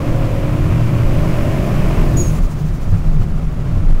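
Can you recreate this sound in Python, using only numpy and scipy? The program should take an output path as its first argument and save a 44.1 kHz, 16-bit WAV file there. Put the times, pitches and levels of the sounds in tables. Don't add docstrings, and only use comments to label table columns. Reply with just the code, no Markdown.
import sys
import numpy as np
from scipy import signal
from scipy.fft import rfft, irfft
from scipy.io import wavfile

SR = 44100
rng = np.random.default_rng(int(sys.argv[2]) if len(sys.argv) > 2 else 0)


def inscribe(sig):
    pcm = np.round(np.clip(np.atleast_2d(sig).T, -1, 1) * 32767)
    wavfile.write(sys.argv[1], SR, pcm.astype(np.int16))


N = 176400
T = np.arange(N) / SR


def amp(db):
    return 10 ** (np.asarray(db) / 20)


def unit(x):
    return x / np.sqrt(np.mean(x ** 2) + 1e-20)


def curve(rows, column=1):
    rows = np.array(rows, float)
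    return np.interp(T, rows[:, 0], rows[:, column])


def bell(centre_s, half_width_s):
    return np.exp(-((T - centre_s) / half_width_s) ** 2)


def colour(x, spectrum):
    hz, db = np.transpose(spectrum)
    bins_hz = np.fft.rfftfreq(N, 1 / SR)
    gain = amp(np.interp(np.log(bins_hz + 1), np.log(hz + 1), db)) * (bins_hz > 0)
    return unit(irfft(rfft(x) * gain, N))


def noise(spectrum):
    return colour(rng.standard_normal(N), spectrum)


def wander(rate_hz):
    bins_hz = np.fft.rfftfreq(N, 1 / SR)
    return unit(irfft(rfft(rng.standard_normal(N)) * np.exp(-(bins_hz / rate_hz) ** 2), N))


def sine(turns):
    return np.sqrt(2) * np.sin(2 * np.pi * (turns + rng.random()))


def exhaust(cycle_hz, cycles):
    # order, low_rev_db, high_rev_db
    tones = [(2, -28, -28), (3, -30.5, -29.5), (4, -48.5, -28), (5, -42, -29), (6, -41, -35),
             (7, -32, -31.5), (8, -38.5, -39), (9, -50.5, -37), (11, -42, -42), (12, -39, -41),
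             (13, -35.5, -35), (14, -40, -38), (15, -39, -40.5), (17, -43, -51), (22, -53, -49),
             (26, -51, -52), (38, -77, -51)]
    # time_s, lower_db, upper_db
    drone = [(0, 3.5, -1.5), (.3, -1.5, 2), (.55, 3, -1.5), (.8, 0.5, -8.5), (1.05, 2.5, -3.5),
             (1.3, 1, 0.5), (1.58, 2, 3.5), (1.85, -3, -2.5), (2.12, 0.5, 0.5), (2.24, 3.5, -5),
             (2.4, -14.5, -23), (4.0, -3.5, -44)]
    # order, centre_s, half_width_s, level_db
    swells = [(8, 2.21, 0.024, -22), (4, 2.29, 0.047, -17)]
    low_rev_hz, high_rev_hz = 42, 46.5
    cab_hz, cab_half_width_hz, cab_db = 551.5, 14, 3
    revs = np.clip((cycle_hz - low_rev_hz) / (high_rev_hz - low_rev_hz), 0, 1)
    lower_db, upper_db = curve(drone), curve(drone, column=2)
    out = np.zeros(N)
    for order, low_rev_db, high_rev_db in tones:
        level_db = low_rev_db + revs * (high_rev_db - low_rev_db)
        level_db += upper_db if order > 10 else lower_db
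        resonance_db = cab_db / (1 + ((order * cycle_hz - cab_hz) / cab_half_width_hz) ** 2)
        ragged = max(order - 14, 0)
        waver_db = (1.8 + .12 * ragged) * wander(rate_hz=12.6)
        drift_turns = .014 * ragged * wander(rate_hz=12)
        out += amp(level_db + resonance_db + waver_db) * sine(order * cycles + drift_turns)
    for order, centre_s, half_width_s, level_db in swells:
        out += amp(level_db) * bell(centre_s, half_width_s) * sine(order * cycles)
    return out


def roar(cycles):
    cylinders = [-3, -0.5, 0, -1, -2, -4.5, -0.5, -1.5]
    # time_s, gain_db
    load = [(0, -1.5), (.8, -1), (1.3, 1.1), (2.0, 2), (2.22, -5), (2.37, -4), (2.42, -13.5), (4.0, -13.5)]
    # freq_hz, gain_db
    spectrum = [(60, -1.5), (150, 0.5), (330, -1.5), (450, -5), (580, -3.5), (720, -8), (880, -9.5),
                (1050, -6.5), (1300, -11.5), (1650, -15), (2400, -13.5), (3000, -19), (3800, -27.5),
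                (6000, -38.5), (15500, -57)]
    base_db, pulse_share, puff_decay_firings, puff_floor = -28, .21, .57, .35
    firings = cycles * len(cylinders)
    count = np.floor(firings).astype(int)
    strength = amp(cylinders)[count % len(cylinders)]
    pulses = unit(strength * np.diff(count, prepend=0))
    pulses = signal.lfilter(*signal.butter(1, 2500, fs=SR), pulses)
    puff_envelope = puff_floor + np.exp(-(firings % 1) / puff_decay_firings)
    puffs = unit(strength * puff_envelope * rng.standard_normal(N))
    rasp = colour(pulse_share * pulses + (1 - pulse_share) * puffs, spectrum)
    return amp(base_db + curve(load)) * rasp


def valve_whistle(age_s):
    # time_s, pitch_hz, level_db
    whistle = [(2.16, 6850, -60), (2.172, 6780, -27.5), (2.2, 6810, -26), (2.218, 6750, -28),
               (2.231, 6620, -35), (2.273, 6550, -38), (2.295, 6520, -51), (2.33, 6500, -60)]
    turns = np.cumsum(curve(whistle) * (1 + .006 * wander(rate_hz=170))) / SR
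    fuzz = (.28 + 6 * age_s) * wander(rate_hz=180) * sine(turns)
    tone = sine(turns) + fuzz + amp(-24) * sine(2 * turns)
    gate = (T > whistle[0][0]) & (T < whistle[-1][0])
    return tone * amp(curve(whistle, column=2)) * gate


def valve_air(age_s):
    # freq_hz, gain_db
    vent = [(2500, -7), (4500, -5), (5800, -2), (6900, 2), (7800, -0.5), (9300, -5.5), (10400, 2.5),
            (12200, -9), (13600, -6), (15500, -2)]
    # freq_hz, gain_db
    bleed = [(3000, -6), (5000, -0.5), (5800, 1), (7100, -1), (7900, -7), (8500, -2.5), (9200, -8),
             (10700, -6), (12200, -9), (15500, -4.5)]
    attack_s, blast_end_s, release_s = .0062, 2.404, .014
    blast_db, blast_fall_db_per_s = -37, 38
    flutter_db, flutter_fall_db_per_s, flutter_hz, puff_peak_s = -44.5, 10, 12.95, 2.6
    blast = amp(blast_db - blast_fall_db_per_s * age_s) * np.clip((blast_end_s - T) / release_s, 0, 1)
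    puff = np.cos(2 * np.pi * flutter_hz * (T - puff_peak_s))
    flutter = amp(flutter_db - flutter_fall_db_per_s * age_s) * (1 + .42 * puff)
    chirp_hz = 6870 * (1 + .041 * puff)
    chirps = amp(-10) * np.maximum(puff, 0) * wander(rate_hz=260) * sine(np.cumsum(chirp_hz) / SR)
    onset = np.minimum(age_s / attack_s, 1)
    return onset * (blast * noise(vent) + flutter * (noise(bleed) + chirps))


def valve_squeaks():
    # centre_s, half_width_s, pitch_hz, level_db
    squeaks = [(2.328, 0.009, 9300, -48), (2.515, 0.03, 8440, -57)]
    out = np.zeros(N)
    for centre_s, half_width_s, pitch_hz, level_db in squeaks:
        turns = np.cumsum(pitch_hz * (1 + .006 * wander(rate_hz=140))) / SR
        out += amp(level_db) * bell(centre_s, half_width_s) * sine(turns)
    return out


def shaft(cycles):
    # time_s, level_db
    hum = [(0, -27.5), (.22, -18), (.45, -23.5), (.8, -18), (1.3, -25.5), (1.8, -26), (2.3, -28),
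           (2.6, -45)]
    order, waver_db = 2.67, 2.15
    return amp(curve(hum) + waver_db * wander(rate_hz=9.9)) * sine(order * cycles)


def intake():
    # time_s, level_db
    boost = [(0, -47.5), (.9, -46.5), (1.4, -43.5), (2.1, -43.5), (2.25, -45.5), (2.45, -57), (3.2, -60.5)]
    # freq_hz, gain_db
    spectrum = [(2500, -9.5), (4800, 4.5), (7000, 2), (9000, -1.5), (10800, -1.5), (11600, -0.5),
                (12400, -1), (15500, -2.5)]
    return amp(curve(boost)) * noise(spectrum)


def wheel_shake():
    # time_s, gain_db
    shake = [(0.0, -20), (0.63, -14.5), (0.87, -34), (1.17, -12), (1.44, -20), (2.35, -16.5), (2.41, -6.5),
             (2.52, -25), (2.9, -12), (3.25, -12.5), (3.66, -18), (4.0, -4)]
    start_hz, rise_hz_per_s, drift_hz, base_db = 25.22, .3995, 3, -3
    phase_turns = np.cumsum(start_hz + rise_hz_per_s * T + drift_hz * wander(rate_hz=5.84)) / SR
    lumps = .7 * wander(rate_hz=15)
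    return amp(base_db + curve(shake)) * (sine(phase_turns) + lumps * sine(phase_turns))


def cab_boom():
    # freq_hz, gain_db
    spectrum = [(5, 8), (12, -1.5), (25, 3), (38, 3.5), (52, -1.5), (70, 1), (88, 0.5), (100, -1),
                (114, 1.5), (135, -2.5), (155, 5.5), (170, -1.5), (184, -4), (205, -11), (260, -26),
                (400, -40)]
    # time_s, level_db
    levels = [(0, -18.5), (.7, -16.5), (2.1, -15), (2.4, -16.5), (2.52, -19), (2.72, -18.5), (2.9, -17),
              (3.25, -17.5), (3.43, -19.5), (3.7, -17), (4.0, -19)]
    return amp(curve(levels)) * noise(spectrum + [(1500, -110)])


def cab_surges():
    # centre_s, pitch_hz, level_db
    surges = [(0.71, 88, -17), (0.79, 155, -19), (2.63, 153, -16.5), (2.94, 96, -16.5), (2.95, 165, -20),
              (3.17, 152, -16.5), (3.215, 105, -17.5), (3.55, 160, -19), (3.79, 92, -18)]
    out = np.zeros(N)
    for centre_s, pitch_hz, level_db in surges:
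        throb = sine(pitch_hz * T) + .35 * wander(rate_hz=25) * sine(pitch_hz * T)
        out += amp(level_db) * bell(centre_s, half_width_s=.036) * throb
    return out


def tyres():
    # freq_hz, gain_db
    spectrum = [(120, -34), (200, -7.5), (236, 0.5), (273, -4.5), (437, -11), (497, -15.5), (564, -10.5),
                (890, -19.5), (1260, -18.5), (1680, -26), (4100, -36.5), (6960, -41), (15500, -52)]
    # time_s, level_db
    levels = [(0, -29.5), (2.3, -30), (2.55, -32.5), (3.15, -32.5), (3.35, -34), (3.6, -33.5), (3.7, -31),
              (4.0, -32.5)]
    rush = signal.sosfilt(signal.butter(2, 170, "high", fs=SR, output="sos"), noise(spectrum))
    gust_db = .8 * wander(rate_hz=30)
    return amp(curve(levels) + gust_db) * unit(rush)


def trim_rattle():
    # centre_s, level_db
    bumps = [(2.385, -40), (2.505, -45), (2.945, -35), (3.05, -43), (3.23, -36), (3.92, -37)]
    # freq_hz, gain_db
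    spectrum = [(200, -5), (500, 2.5), (800, 0), (1300, -2.5), (2200, -13.5), (4000, -19), (15000, -33)]
    envelope = sum(amp(level_db) * bell(centre_s, half_width_s=.025) for centre_s, level_db in bumps)
    grain_db = 1.6 * wander(rate_hz=150)
    return envelope * amp(grain_db) * noise(spectrum)


def scene():
    # time_s, cycle_hz
    pull = [(0.0, 41.1), (0.05, 41.91), (0.34, 42.12), (0.64, 43.49), (0.88, 43.8), (1.29, 45.27),
            (1.44, 45.28), (1.69, 46.22), (2.06, 46.93), (2.16, 46.21)]
    # time_s, cycle_hz
    coast = [(2.21, 44.28), (2.26, 40.64), (2.35, 38.3), (2.6, 32.99), (4.0, 27.1)]
    speed_jitter, valve_open_s = .0012, 2.165
    cycle_hz = curve(list(pull) + coast)
    cycles = np.cumsum(cycle_hz * (1 + speed_jitter * wander(rate_hz=25))) / SR
    engine = exhaust(cycle_hz, cycles) + roar(cycles) + shaft(cycles) + intake()
    road = wheel_shake() + cab_boom() + tyres() + cab_surges() + trim_rattle()
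    valve_age_s = np.maximum(T - valve_open_s, 0)
    valve = valve_whistle(valve_age_s) + valve_air(valve_age_s) + valve_squeaks()
    return (engine + road + valve)[None]


def record(dry):
    ceiling, knee, fade_s, cutoff_hz = .71, .64, .004, 15750
    headroom = ceiling - knee
    excess = np.maximum(abs(dry) - knee, 0)
    clipped = np.sign(dry) * (np.minimum(abs(dry), knee) + headroom * np.tanh(excess / headroom))
    fade = np.minimum(np.minimum(T, T[-1] - T) / fade_s, 1)
    lowpass = signal.firwin(801, cutoff_hz, window=("kaiser", 9), fs=SR)
    return signal.oaconvolve(clipped * fade, lowpass[None], "same")


dry = scene()
out = record(dry)
inscribe(out)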